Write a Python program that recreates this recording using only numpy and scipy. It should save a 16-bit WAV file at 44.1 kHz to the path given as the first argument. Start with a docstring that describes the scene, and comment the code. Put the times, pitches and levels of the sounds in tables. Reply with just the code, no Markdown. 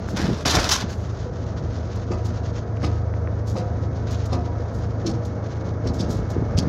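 """Night climb up a ferry's steel stairs

Someone climbs the stairs with a phone in one hand, over an engine drone of shaft orders and shaped-noise air.
Clothes rustle as dense random slips; a sleeve rasps over the phone, amid dull damped knocks.
Footfalls thud as noise bursts and ring each tread as decaying modes; scuffs crunch and squeak.
Toward the top the fans whine louder, as wavering sines."""
import sys
import numpy as np
from scipy import signal
from scipy.fft import rfft, irfft, next_fast_len
from scipy.io import wavfile
from scipy.ndimage import uniform_filter1d

SR = 44100
rng = np.random.default_rng(int(sys.argv[2]) if len(sys.argv) > 2 else 0)


def transcribe(signal):
    """Save signal, clipped to [-1, 1], as a 16-bit WAV file at the path in sys.argv[1]."""
    frames = np.atleast_2d(signal).T
    limited = np.clip(frames, -1, 1)
    pcm = np.round(limited * 32767).astype(np.int16)
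    wavfile.write(sys.argv[1], SR, pcm)


N = 294716
T = np.arange(N) / SR  # time [s]


def undb(db):
    """Decibels to gain."""
    return 10 ** (np.asarray(db) / 20)


def unit(x):
    """Scale to rms 1."""
    return x / np.sqrt(np.mean(x ** 2))


def curve(rows):
    """Join (time [s], value) rows by straight lines."""
    return np.interp(T, *np.transpose(rows))


def colour(x, spectrum):
    """Shape a sound by (frequency [Hz], level [dB]) points, joined over log frequency; rms 1."""
    hz, db = np.transpose(spectrum)
    size = next_fast_len(N)
    f = np.maximum(np.arange(size // 2 + 1) * SR / size, 1)
    gain = undb(np.interp(np.log(f), np.log(hz), db))
    return unit(irfft(rfft(x, size) * gain, size)[:N])


def noise():
    """White noise."""
    return rng.standard_normal(N)


def walk(rate):
    """Random levels held 1 / rate s and slewed twice; spread near 1."""
    k = int(SR / rate)
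    held = np.repeat(rng.standard_normal(N // k + 1), k)
    return np.sqrt(2) * uniform_filter1d(uniform_filter1d(held, k), k)[:N]


def tone(hz, waver_hz):
    """A sine whose pitch wavers a little."""
    return np.sin(2 * np.pi * np.cumsum(hz + waver_hz * walk(14)) / SR)


def fade(start, t60, attack):
    """Envelope of a blow: quick rise, exponential decay."""
    age = np.maximum(T - start, 0)
    return (1 - np.exp(-age / attack)) * undb(-60 * np.minimum(age / t60, 2))


def hold(start, end, attack, release):
    """Envelope of a contact: rises, holds to the end time, dies away."""
    return np.clip((T - start) / attack, 0, 1) * np.exp(-np.clip((T - end) / release, 0, 20))


def slide(peak, rise, fall):
    """Envelope of a slide: swells quickly to its peak and dies away."""
    age = T - peak
    return np.exp(-np.minimum(np.where(age < 0, (age / rise) ** 2, age / fall), 20))


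# a tread rings sharp at first and sags as it takes the weight: time constant [s]
SAG_S = 0.028


def ring(start, hz, t60, attack, sag=0):
    """One decaying mode; it may begin sharp, by a share of its pitch, and sag to that pitch."""
    age = np.arange(min(int(t60 * SR), N)) / SR
    cycles = hz * (age + sag * SAG_S * (1 - np.exp(-age / SAG_S)))
    level = (1 - np.exp(-age / attack)) * np.exp(-np.log(1000) * age / t60)
    out, first = np.zeros(2 * N), int(np.clip(start * SR, 0, N))
    out[first:first + len(age)] = np.sin(2 * np.pi * cycles) * level
    return out[:N]


def friction(rate, spread_db, grip_db):
    """Dense slips of uneven size, bunched as the contact grips and lets go; rate in slips per second."""
    size = noise() * undb(spread_db * np.minimum(rng.exponential(size=N), 4))
    slips = (rng.random(N) < rate / SR) * size
    return slips * undb(grip_db * walk(170))


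def snags(rate, jitter_db, spread_db):
    """A surface catches and lets go: a stuttering run of single clicks, near rate per second."""
    catches = np.floor(np.cumsum(rate * undb(jitter_db * walk(300))) / SR)
    return np.diff(catches, prepend=0) * undb(spread_db * noise())


def reflect(x, t60, wet_db):
    """Close hard surfaces add a dense, short echo that combs the spectrum but keeps its broad colour."""
    age = np.arange(2 * int(SR * t60) + 2) / SR
    tail = rng.standard_normal(len(age)) * np.exp(-np.log(1000) * age / t60)
    echo = unit(tail) / np.sqrt(len(age))
    comb = 1 + undb(wet_db) * rfft(echo)
    comb /= np.sqrt(uniform_filter1d(abs(comb) ** 2, size=41))
    return signal.oaconvolve(x, irfft(comb)[:len(age) // 2])[:N]


# engine shaft rate [turns per second]; level of its fifth order against the fourth [dB]
SHAFT_HZ, FIFTH_DB = 26.82, -14
# the drone's orders swell and dip separately along the stairs:
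# (time [s], third order level [dB], fourth order level [dB])
ENGINE_DRONE = [(0, -31.5, -38), (0.699, -34, -45), (1.05, -33.5, -32), (1.65, -33, -31.5),
                (2.25, -32.5, -28.5), (2.6, -32.5, -31.5), (2.9, -29, -25), (3.399, -29.5, -27.5),
                (4.1, -28, -25.5), (4.65, -29, -30), (4.95, -32, -26.5), (5.6, -32.5, -29.5),
                (6.68, -29, -29.5)]
# low hums, and faint high lines near the treads' ringing pitches:
# (frequency [Hz], level before wavering [dB rms])
HUM_LINES = [(47.3, -49.5), (62, -47), (87, -43), (115, -50.5), (480, -46.5), (966, -60.5), (1281, -61.5)]


def engines(turns, hums_follow=0.34, waver=.0016):
    """Orders three to five of one shaft drone together; separate hum lines waver beside them."""
    times, third_db, fourth_db = np.transpose(ENGINE_DRONE)
    third, fourth = np.interp(T, times, third_db), np.interp(T, times, fourth_db)
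    drone = hums = 0
    for order, db in zip(range(3, 6), (third, fourth, fourth + FIFTH_DB)):
        wave = np.sin(2 * np.pi * (order * turns + rng.random()))
        drone = drone + undb(db + 0.94 * walk(6.5)) * wave
    for hz, db in HUM_LINES:
        hums = hums + undb(db + 2.1 * walk(3.88)) * tone(hz, 1.0 + waver * hz)
    # the hums partly follow the fourth order's swells and dips
    return np.sqrt(2) * (drone + hums * undb(hums_follow * (fourth - fourth.mean())))


# ventilation and hull rumble: (frequency [Hz], relative level per Hz [dB])
AIR_SPECTRUM = [(25, -29), (40, -16.5), (50, 2), (100, 1), (160, -1.5), (240, -5), (400, -8.5), (650, -9.5),
                (850, -17.5), (1100, -21.5), (1350, -21.5), (2000, -32.5), (2900, -49), (6300, -43),
                (8500, -84.5), (15000, -79)]
# the ventilation opens up near the top of the stairs: (time [s], ventilation and rumble level [dB])
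AIR_LEVEL = [(0, -29.5), (1.2, -31), (5.65, -29), (6.05, -28), (6.68, -26.5)]


def ventilation(turns, throb_db=-0.4, order=3):
    """Air and hull rumble; the air flutters, throbs with the engine and rings between the steel walls."""
    roar = colour(noise(), AIR_SPECTRUM)
    rumble = signal.sosfiltfilt(signal.butter(2, 400, fs=SR, output="sos"), roar)
    air = reflect(roar - rumble, t60=0.43, wet_db=-6.0)
    throb = throb_db * np.sin(2 * np.pi * order * turns + walk(15))
    moving_rumble = rumble * undb(walk(8.9))
    moving_air = air * undb(.5 * walk(16) + throb)
    return (moving_rumble + moving_air) * undb(curve(AIR_LEVEL))


# fans on the upper deck: (frequency [Hz], level before the climb's gain [dB rms])
FAN_WHINE = [(453, -44), (791, -59.5), (1238, -60), (1626, -60), (1760, -63), (2196, -61.5)]
# they are screened lower down the stairs: (time [s], gain [dB])
FAN_LEVEL = [(0, -12.5), (5.1, -7.5), (5.55, -3), (6.68, 1.5)]


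def deck_fans(waver_hz=2.0, flutter_db=1.0):
    """The upper deck's fans whine in wavering sines that grow louder toward the top of the stairs."""
    whine = sum(undb(db + flutter_db * walk(7.2)) * tone(hz, waver_hz) for hz, db in FAN_WHINE)
    return np.sqrt(2) * whine * undb(curve(FAN_LEVEL))


# colour of the steady rustle: (frequency [Hz], relative level per Hz [dB])
CLOTH_SPECTRUM = [(500, 1.5), (1400, 11.5), (2400, 1.5), (3700, 3.5), (5600, 2.5), (6600, 2.5),
                  (8300, -25.5), (15000, -50.5)]
# clothes moving with the climb: (time [s], level before flutter [dB])
RUSTLE_LEVEL = [(0, -49.5), (.85, -41.5), (1.03, -45.5), (1.2, -52), (1.95, -46.5), (2.14, -45),
                (2.21, -55.5), (2.3, -46.5), (2.55, -48.5), (2.75, -58), (2.92, -48.5), (3.05, -58),
                (3.9, -55.5), (4.15, -44), (4.5, -54.5), (6.68, -53.5)]
# colour of the swishes: (frequency [Hz], relative level per Hz [dB])
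SWISH_SPECTRUM = [(800, -10), (2400, -6.5), (3700, 5), (5600, 7), (6800, 7), (8500, -10), (12000, -8.5),
                  (15000, -17.5)]
# swishes of cloth: (time of the peak [s], relative level [dB], rise [s])
CLOTH_SWISHES = [(0.098, -47, 0.015), (0.909, -48.5, 0.018), (1.025, -64, 0.063), (1.48, -74, 0.0039),
                 (1.63, -75, 0.012), (1.960, -45.5, 0.0027), (2.257, -45.5, 0.0084), (2.440, -75, 0.0087),
                 (3.486, -45, 0.016), (4.118, -45, 0.0095), (4.26, -47, 0.0062), (4.754, -54.5, 0.02),
                 (5.255, -47, 0.0062), (5.946, -45.5, 0.0089), (6.11, -42, 0.017), (6.306, -43, 0.0046)]


def clothes(linger=2.43, swish_db=2):
    """Dense slips of cloth rustle through the climb and swish, dying more slowly than they swell."""
    rustle = colour(friction(rate=10000, spread_db=-0.5, grip_db=1.5), CLOTH_SPECTRUM)
    rustle = rustle * undb(curve(RUSTLE_LEVEL) + 3.4 * walk(45))
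    weave = colour(friction(rate=9000, spread_db=2.5, grip_db=0.9), SWISH_SPECTRUM)
    swing = sum(undb(db + swish_db) * slide(s, rise, linger * rise) for s, db, rise in CLOTH_SWISHES)
    return rustle + weave * swing


# small dry ticks: (time [s], peak level of the snap [dB], frequency [Hz])
DRY_TICKS = [(0.087, -22.5, 1455), (0.452, -17.5, 3040), (0.644, -7.5, 5130), (0.692, -9.5, 5400),
             (0.714, -10.5, 3200), (0.721, -12, 1680), (2.771, -32, 2180), (2.82, -26, 1450),
             (3.139, -29, 1800), (3.274, -25, 1700), (3.555, -22.5, 784), (6.366, -24, 700),
             (6.422, -22, 646), (6.577, -19, 4400), (6.588, -10, 5700)]
CRACKLE_S = 0.00027  # effective length of a tick's crackle before its gain [s]


def ticks(crackle_db=-8):
    """Each tick is a band-limited snap and a few milliseconds of crackle around the same pitch."""
    out = np.zeros(N)
    for start, db, hz in DRY_TICKS:
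        band = signal.butter(3, [hz / 2, min(hz * 1.26, SR / 3)], "band", fs=SR, output="sos")
        # the tiny offset keeps the filter clear of vanishingly small numbers
        snap = signal.sosfilt(band, 1e-18 + (np.arange(N) == int(start * SR)))
        crackle = signal.sosfilt(band, noise() * fade(start, t60=0.0084, attack=0.00038))
        crackle = unit(crackle) * np.sqrt(CRACKLE_S * SR / N)
        out += undb(db) * (snap / abs(snap).max() + undb(crackle_db) * crackle)
    return out


# dull thud, shared by knocks, fumbles and footfalls: (frequency [Hz], relative level per Hz [dB])
THUD_SPECTRUM = [(40, 0.5), (80, 5), (180, 8.5), (350, 1.5), (700, -17), (1500, -27), (4000, -42.5),
                 (12000, -91)]
# dull low knocks, from the hand on the case and from footfalls:
# (time [s], relative level [dB], frequency [Hz])
DULL_KNOCKS = [(0.133, -16.5, 106), (0.141, -17.5, 220), (0.196, -17, 260), (0.241, -13.5, 190),
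               (0.255, -20, 480), (0.282, -12, 132), (.301, -15, 375), (0.307, -13.5, 122),
               (0.328, -15, 200), (0.838, -17.5, 223), (5.095, -19, 172), (5.123, -21.5, 130),
               (5.856, -17, 382), (6.364, -14.5, 357), (6.377, -14, 105), (6.413, -17, 131),
               (6.422, -16, 280), (6.546, -9.5, 88.5), (6.581, -15, 184), (6.63, -18, 170),
               (6.67, -16, 221)]


def dull_knocks(cycles=6.6, swell=0.47, thump_db=9, puff_db=-14):
    """Each knock is a damped thump that swells for part of a cycle, and a puff of thud."""
    thud, out = colour(noise(), THUD_SPECTRUM), 0
    for start, db, hz in DULL_KNOCKS:
        thump = ring(start, hz, t60=cycles / hz, attack=swell / hz)
        puff = thud * fade(start, t60=0.1, attack=0.0011)
        out = out + undb(db + thump_db) * thump + undb(db + puff_db) * puff
    return out


def shifting_gap(x, rate, count):
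    """The gap between cloth and case keeps changing: its short echo glides from one colour to the next."""
    out = 0
    for k in range(count):
        share = np.maximum(np.cos(2 * np.pi * (rate * T - k) / count), 0)
        out = out + share * reflect(x, t60=0.036, wet_db=1.5)
    return unit(out)


# the sleeve brushes the phone, drags hard across it and scrapes off; one curve per stroke:
# (time [s], relative rasp level [dB], relative level of the case's body [dB])
SLEEVE_RUBS = [
    [(0.162, -33, -46), (0.178, -30.5, -28), (0.235, -33.5, -31), (0.362, -44, -48), (0.43, -42, -53)],
    [(0.453, -25, -19), (0.467, -21, -23), (0.482, -24, -26.5), (0.497, -23, -25), (0.503, -22.5, -30),
     (0.517, -21, -29.5), (0.529, -27.5, -26.5), (0.54, -26, -21.5), (0.555, -19.5, -22.5),
     (0.577, -27, -18.5), (0.61, -25, -27.5), (0.637, -31.5, -25), (0.648, -25.5, -28.5),
     (0.657, -29.5, -26), (0.683, -29.5, -30.5)],
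    [(0.688, -27.5, -35), (0.694, -20, -31.5), (0.703, -27.5, -34), (0.711, -23, -33)],
    [(0.714, -17.5, -35), (0.722, -16.5, -36), (0.729, -20.5, -38), (0.739, -19.5, -45),
     (0.751, -23.5, -41.5), (0.795, -33, -37), (0.81, -30, -46), (0.826, -34.5, -26), (0.835, -42, -42)],
]
# rasp of the sleeve: (frequency [Hz], relative level per Hz [dB])
SLEEVE_SPECTRUM = [(500, -17), (1000, -1), (1400, -2.5), (2000, -8.5), (2700, -8), (3700, -3), (4600, -5),
                   (5700, -2.5), (6600, -5.5), (8500, -19.5), (12000, -20.5), (15000, -35)]
# the sleeve's zing glides up and down in pitch: (time [s], centre before jitter [Hz])
ZING_PITCH = [(.47, 4960), (.515, 3696), (.555, 5350), (.61, 4500), (.695, 5720), (.73, 5400), (.745, 6060),
              (.83, 4260)]
# body of the shaken case: (frequency [Hz], relative level per Hz [dB])
CASE_SPECTRUM = [(30, -10), (60, 5), (220, -0.5), (480, -6.5), (750, -5), (1000, -15), (1400, -8.5),
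                 (2400, -16.5), (5000, -72)]
# a harder rub is brighter: rasp level of unchanged treble, dB of treble per dB of rasp, lowest treble gain
BRIGHT_AT_DB, TREBLE_PER_DB, DULLEST_DB = -19.5, 0.55, -8.5


def sleeve(attack=0.0018, release=0.0093, case_db=3.0, snag_db=-3.0, zing_db=-4, zing_width_hz=900):
    """Slips and snags rasp over the phone and shake its case; a narrow zing glides up and down in pitch."""
    slips = colour(friction(rate=3200, spread_db=1.9, grip_db=0.5), SLEEVE_SPECTRUM)
    slips = shifting_gap(slips, rate=20.16, count=4)
    slips = slips + undb(snag_db) * colour(snags(rate=260, jitter_db=4, spread_db=0.0), SLEEVE_SPECTRUM)
    treble = signal.sosfiltfilt(signal.butter(2, 4300, "high", fs=SR, output="sos"), slips)
    shake = colour(friction(rate=4500, spread_db=2.0, grip_db=-1.0), CASE_SPECTRUM)
    # slow noise times a gliding sine makes a narrow band of zing
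    blur = unit(signal.sosfilt(signal.butter(2, zing_width_hz / 2, fs=SR, output="sos"), noise()))
    zing_cycles = np.cumsum(curve(ZING_PITCH) * (1 + 0.048 * walk(400))) / SR
    zing = undb(zing_db) * blur * np.sqrt(2) * np.sin(2 * np.pi * zing_cycles)
    grip_db, out = 1.5 * walk(220), 0
    for rub in SLEEVE_RUBS:
        times, rasp, body = np.transpose(rub)
        rasp, body = np.interp(T, times, rasp), np.interp(T, times, body)
        treble_db = np.maximum(TREBLE_PER_DB * (rasp - BRIGHT_AT_DB), DULLEST_DB)
        scrape = slips + (undb(treble_db) - 1) * treble + undb(treble_db) * zing
        stroke = undb(rasp + grip_db) * scrape + undb(body + case_db) * shake
        out = out + stroke * hold(times[0], times[-1], attack, release)
    return out


# fingers shifting their grip, a tumble of small knocks: (start [s], length [s], level [dB])
GRIP_FUMBLES = [(0.167, .16, -24.5), (5.932, .28, -31), (6.61, .1, -23)]


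def fumbles():
    """Fingers shift on the case in a run of soft, random knocks."""
    knocks = colour(friction(rate=600, spread_db=2.5, grip_db=3.0), THUD_SPECTRUM)
    level = 0
    for start, length, db in GRIP_FUMBLES:
        level = level + undb(db) * hold(start, start + length, attack=0.034, release=0.018)
    return knocks * level


# footfalls: (time [s], thud level [dB], relative tread ring level [dB], pitch of that tread's boom [Hz],
# boom level [dB], centre it rings most around [Hz], its own lingering note [Hz], note level [dB])
FOOTFALLS = [(1.241, -33.5, -47, 238, -36.5, 500, 494, -32),
             (2.106, -20.5, -31.5, 203, -43, 1400, 651, -36.5),
             (2.829, -22, -30.5, 291.3, -29, 1710, 1257, -43),
             (3.554, -25.5, -32, 181, -33, 640, 501, -30.5), (4.318, -25, -28.5, 253, -22.5, 900, 967, -35),
             (5.05, -23.5, -36.5, 323.5, -22, 350, 639, -42),
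             (5.856, -23, -37, 258, -27.5, 1420, 476.4, -31), (6.576, -21.5, -60, 255, -30, 504, 520, -41)]
# steel tread: (frequency before detuning [Hz], relative level [dB], t60 [s])
TREAD_MODES = [(350, 6, 0.55), (449.5, 1, 0.31), (520, 8.5, 0.27), (589, 0.5, 0.26), (666, -4, 0.37),
               (706, 0.5, 0.9), (720, -2.5, 0.69), (961, -11, 1.9), (1070, -13.5, 0.25), (1147, -1.5, 0.16),
               (1210, -2.5, 0.3), (1282, -14.5, 2.1), (1645, -17.5, 0.18), (1980, -9.5, 0.25),
               (2540, -10.5, 0.23)]
# the tread's many short-lived higher modes blur into a clang: (frequency [Hz], relative level per Hz [dB])
CLANG_SPECTRUM = [(200, -24.5), (450, -4), (700, 6.5), (1100, 5.5), (1400, -18), (2500, -16), (6000, -60)]
SAG = 0.0487  # how sharp a tread starts, as a share of its pitch


def footsteps(settle_s=0.036, settle_db=-6, clang_db=-6, own_t60=0.95):
    """A soft sole thuds and settles; the steel clangs, ringing most in modes near each step's centre."""
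    thud, clang, out = colour(noise(), THUD_SPECTRUM), colour(noise(), CLANG_SPECTRUM), np.zeros(N)
    for start, thud_db, ring_db, boom_hz, boom_db, centre_hz, note_hz, note_db in FOOTFALLS:
        landing = fade(start, t60=0.19, attack=0.00087)
        settling = undb(settle_db) * fade(start + settle_s, t60=0.27, attack=0.00085)
        out += undb(thud_db) * thud * (landing + settling)
        out += undb(ring_db + clang_db) * clang * fade(start, t60=0.31, attack=0.0044)
        out += undb(boom_db) * ring(start, boom_hz, t60=0.5, attack=0.0047, sag=SAG)
        out += undb(note_db) * ring(start, note_hz, t60=own_t60, attack=0.01)
        for (hz, db, t60), detune in zip(TREAD_MODES, rng.standard_normal(len(TREAD_MODES))):
            missed_db = 5 * abs(np.log2(hz / centre_hz))  # 5 dB weaker per octave off centre
            mode = ring(start, hz * (1 + 0.0026 * detune), t60, attack=0.011, sag=SAG)
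            out += undb(ring_db + db - missed_db) * mode
    return out


# scuffs and zipping swishes, most just after a footfall: (time of the peak [s], relative level [dB],
# rise [s], pitch the squeak bends around [Hz], squeak level before scuff level [dB], crunch level [dB])
SCUFF_EVENTS = [(2.120, -54.5, 0.011, 5600, 11.5, -41), (2.849, -37.5, 0.017, 4470, -3, -32.5),
                (3.576, -37, 0.014, 5000, -18, -39), (4.335, -37, 0.015, 4400, -4, -41.5),
                (5.07, -30.5, 0.0072, 5270, -4.5, -38.5), (5.875, -43, 0.0087, 5180, 5.5, -39),
                (6.01, -32, 0.018, 5400, -5.5, -52), (6.583, -25.5, 0.0094, 4920, -5, -39)]
# rasp of the scuff: (frequency [Hz], relative level per Hz [dB])
SCUFF_SPECTRUM = [(300, -3), (1200, -3.5), (2300, -2.5), (3600, 9), (5200, 13.5), (6400, 8.5), (8500, -9.5),
                  (11500, -13), (15000, -35)]
# crushed grit: (frequency [Hz], relative level per Hz [dB])
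CRUNCH_SPECTRUM = [(400, 3), (900, 9), (1300, 6), (1700, -2.5), (2300, 5), (3500, -6), (6000, -12),
                   (12000, -64)]
# the squeak is a run of falling zips: typical rate before jitter, fall of each [octaves]
ZIPS_PER_S, ZIP_OCTAVES = 150, 0.79
# a fainter drag follows: level against the scuff [dB], decay [s]
DRAG_DB, DRAG_S = -13, 0.038


def scuffs(grit_db=-2, crunch_fall=0.018):
    """Each scuff crunches, rasps, squeaks in falling zips and drags on, with its own short echo."""
    grit = colour(friction(rate=2500, spread_db=3.0, grip_db=2.0), SCUFF_SPECTRUM)
    crunch = colour(snags(rate=450, jitter_db=5, spread_db=9.0), CRUNCH_SPECTRUM)
    zips = np.cumsum(ZIPS_PER_S * undb(2.3 * walk(120))) / SR % 1  # progress through each zip
    bend = 2 ** (ZIP_OCTAVES * (.5 - zips) + 0.055 * walk(2600))
    travel = np.cumsum(bend) / SR
    squeeze = undb(3.7 * walk(300)) / bend  # louder as the pitch falls
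    catch = undb(2.3 * walk(90))
    out = 0
    for start, db, rise, hz, squeak_db, crunch_db in SCUFF_EVENTS:
        squeak = undb(squeak_db) * squeeze * np.sin(2 * np.pi * hz * travel)
        contact = slide(start, rise, fall=0.012) + undb(DRAG_DB) * catch * slide(start, rise, DRAG_S)
        scuff = undb(db) * (undb(grit_db) * grit + squeak) * contact
        crushed = undb(crunch_db) * crunch * slide(start, rise, crunch_fall)
        out = out + reflect(scuff + crushed, t60=0.025, wet_db=1)
    return out


def scene():
    """Everything reaches one microphone; one wavering shaft drives the drone and the air's throb."""
    turns = np.cumsum(SHAFT_HZ * (1 + 0.0025 * walk(3.97))) / SR
    ship = engines(turns) + ventilation(turns) + deck_fans()
    handling = ticks() + dull_knocks() + sleeve() + fumbles()
    return (ship + clothes() + handling + footsteps() + scuffs())[None]


def record(dry, ceiling=0.46, top_hz=15800):
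    """The phone drops the deepest bass, rounds the loudest peaks and cuts the top."""
    thin = signal.sosfilt(signal.butter(5, 38, "high", fs=SR, output="sos"), dry)
    rounded = ceiling * np.tanh(thin / ceiling)
    return signal.sosfilt(signal.ellip(10, .2, 70, top_hz, fs=SR, output="sos"), rounded)


dry = scene()
out = record(dry)
transcribe(out)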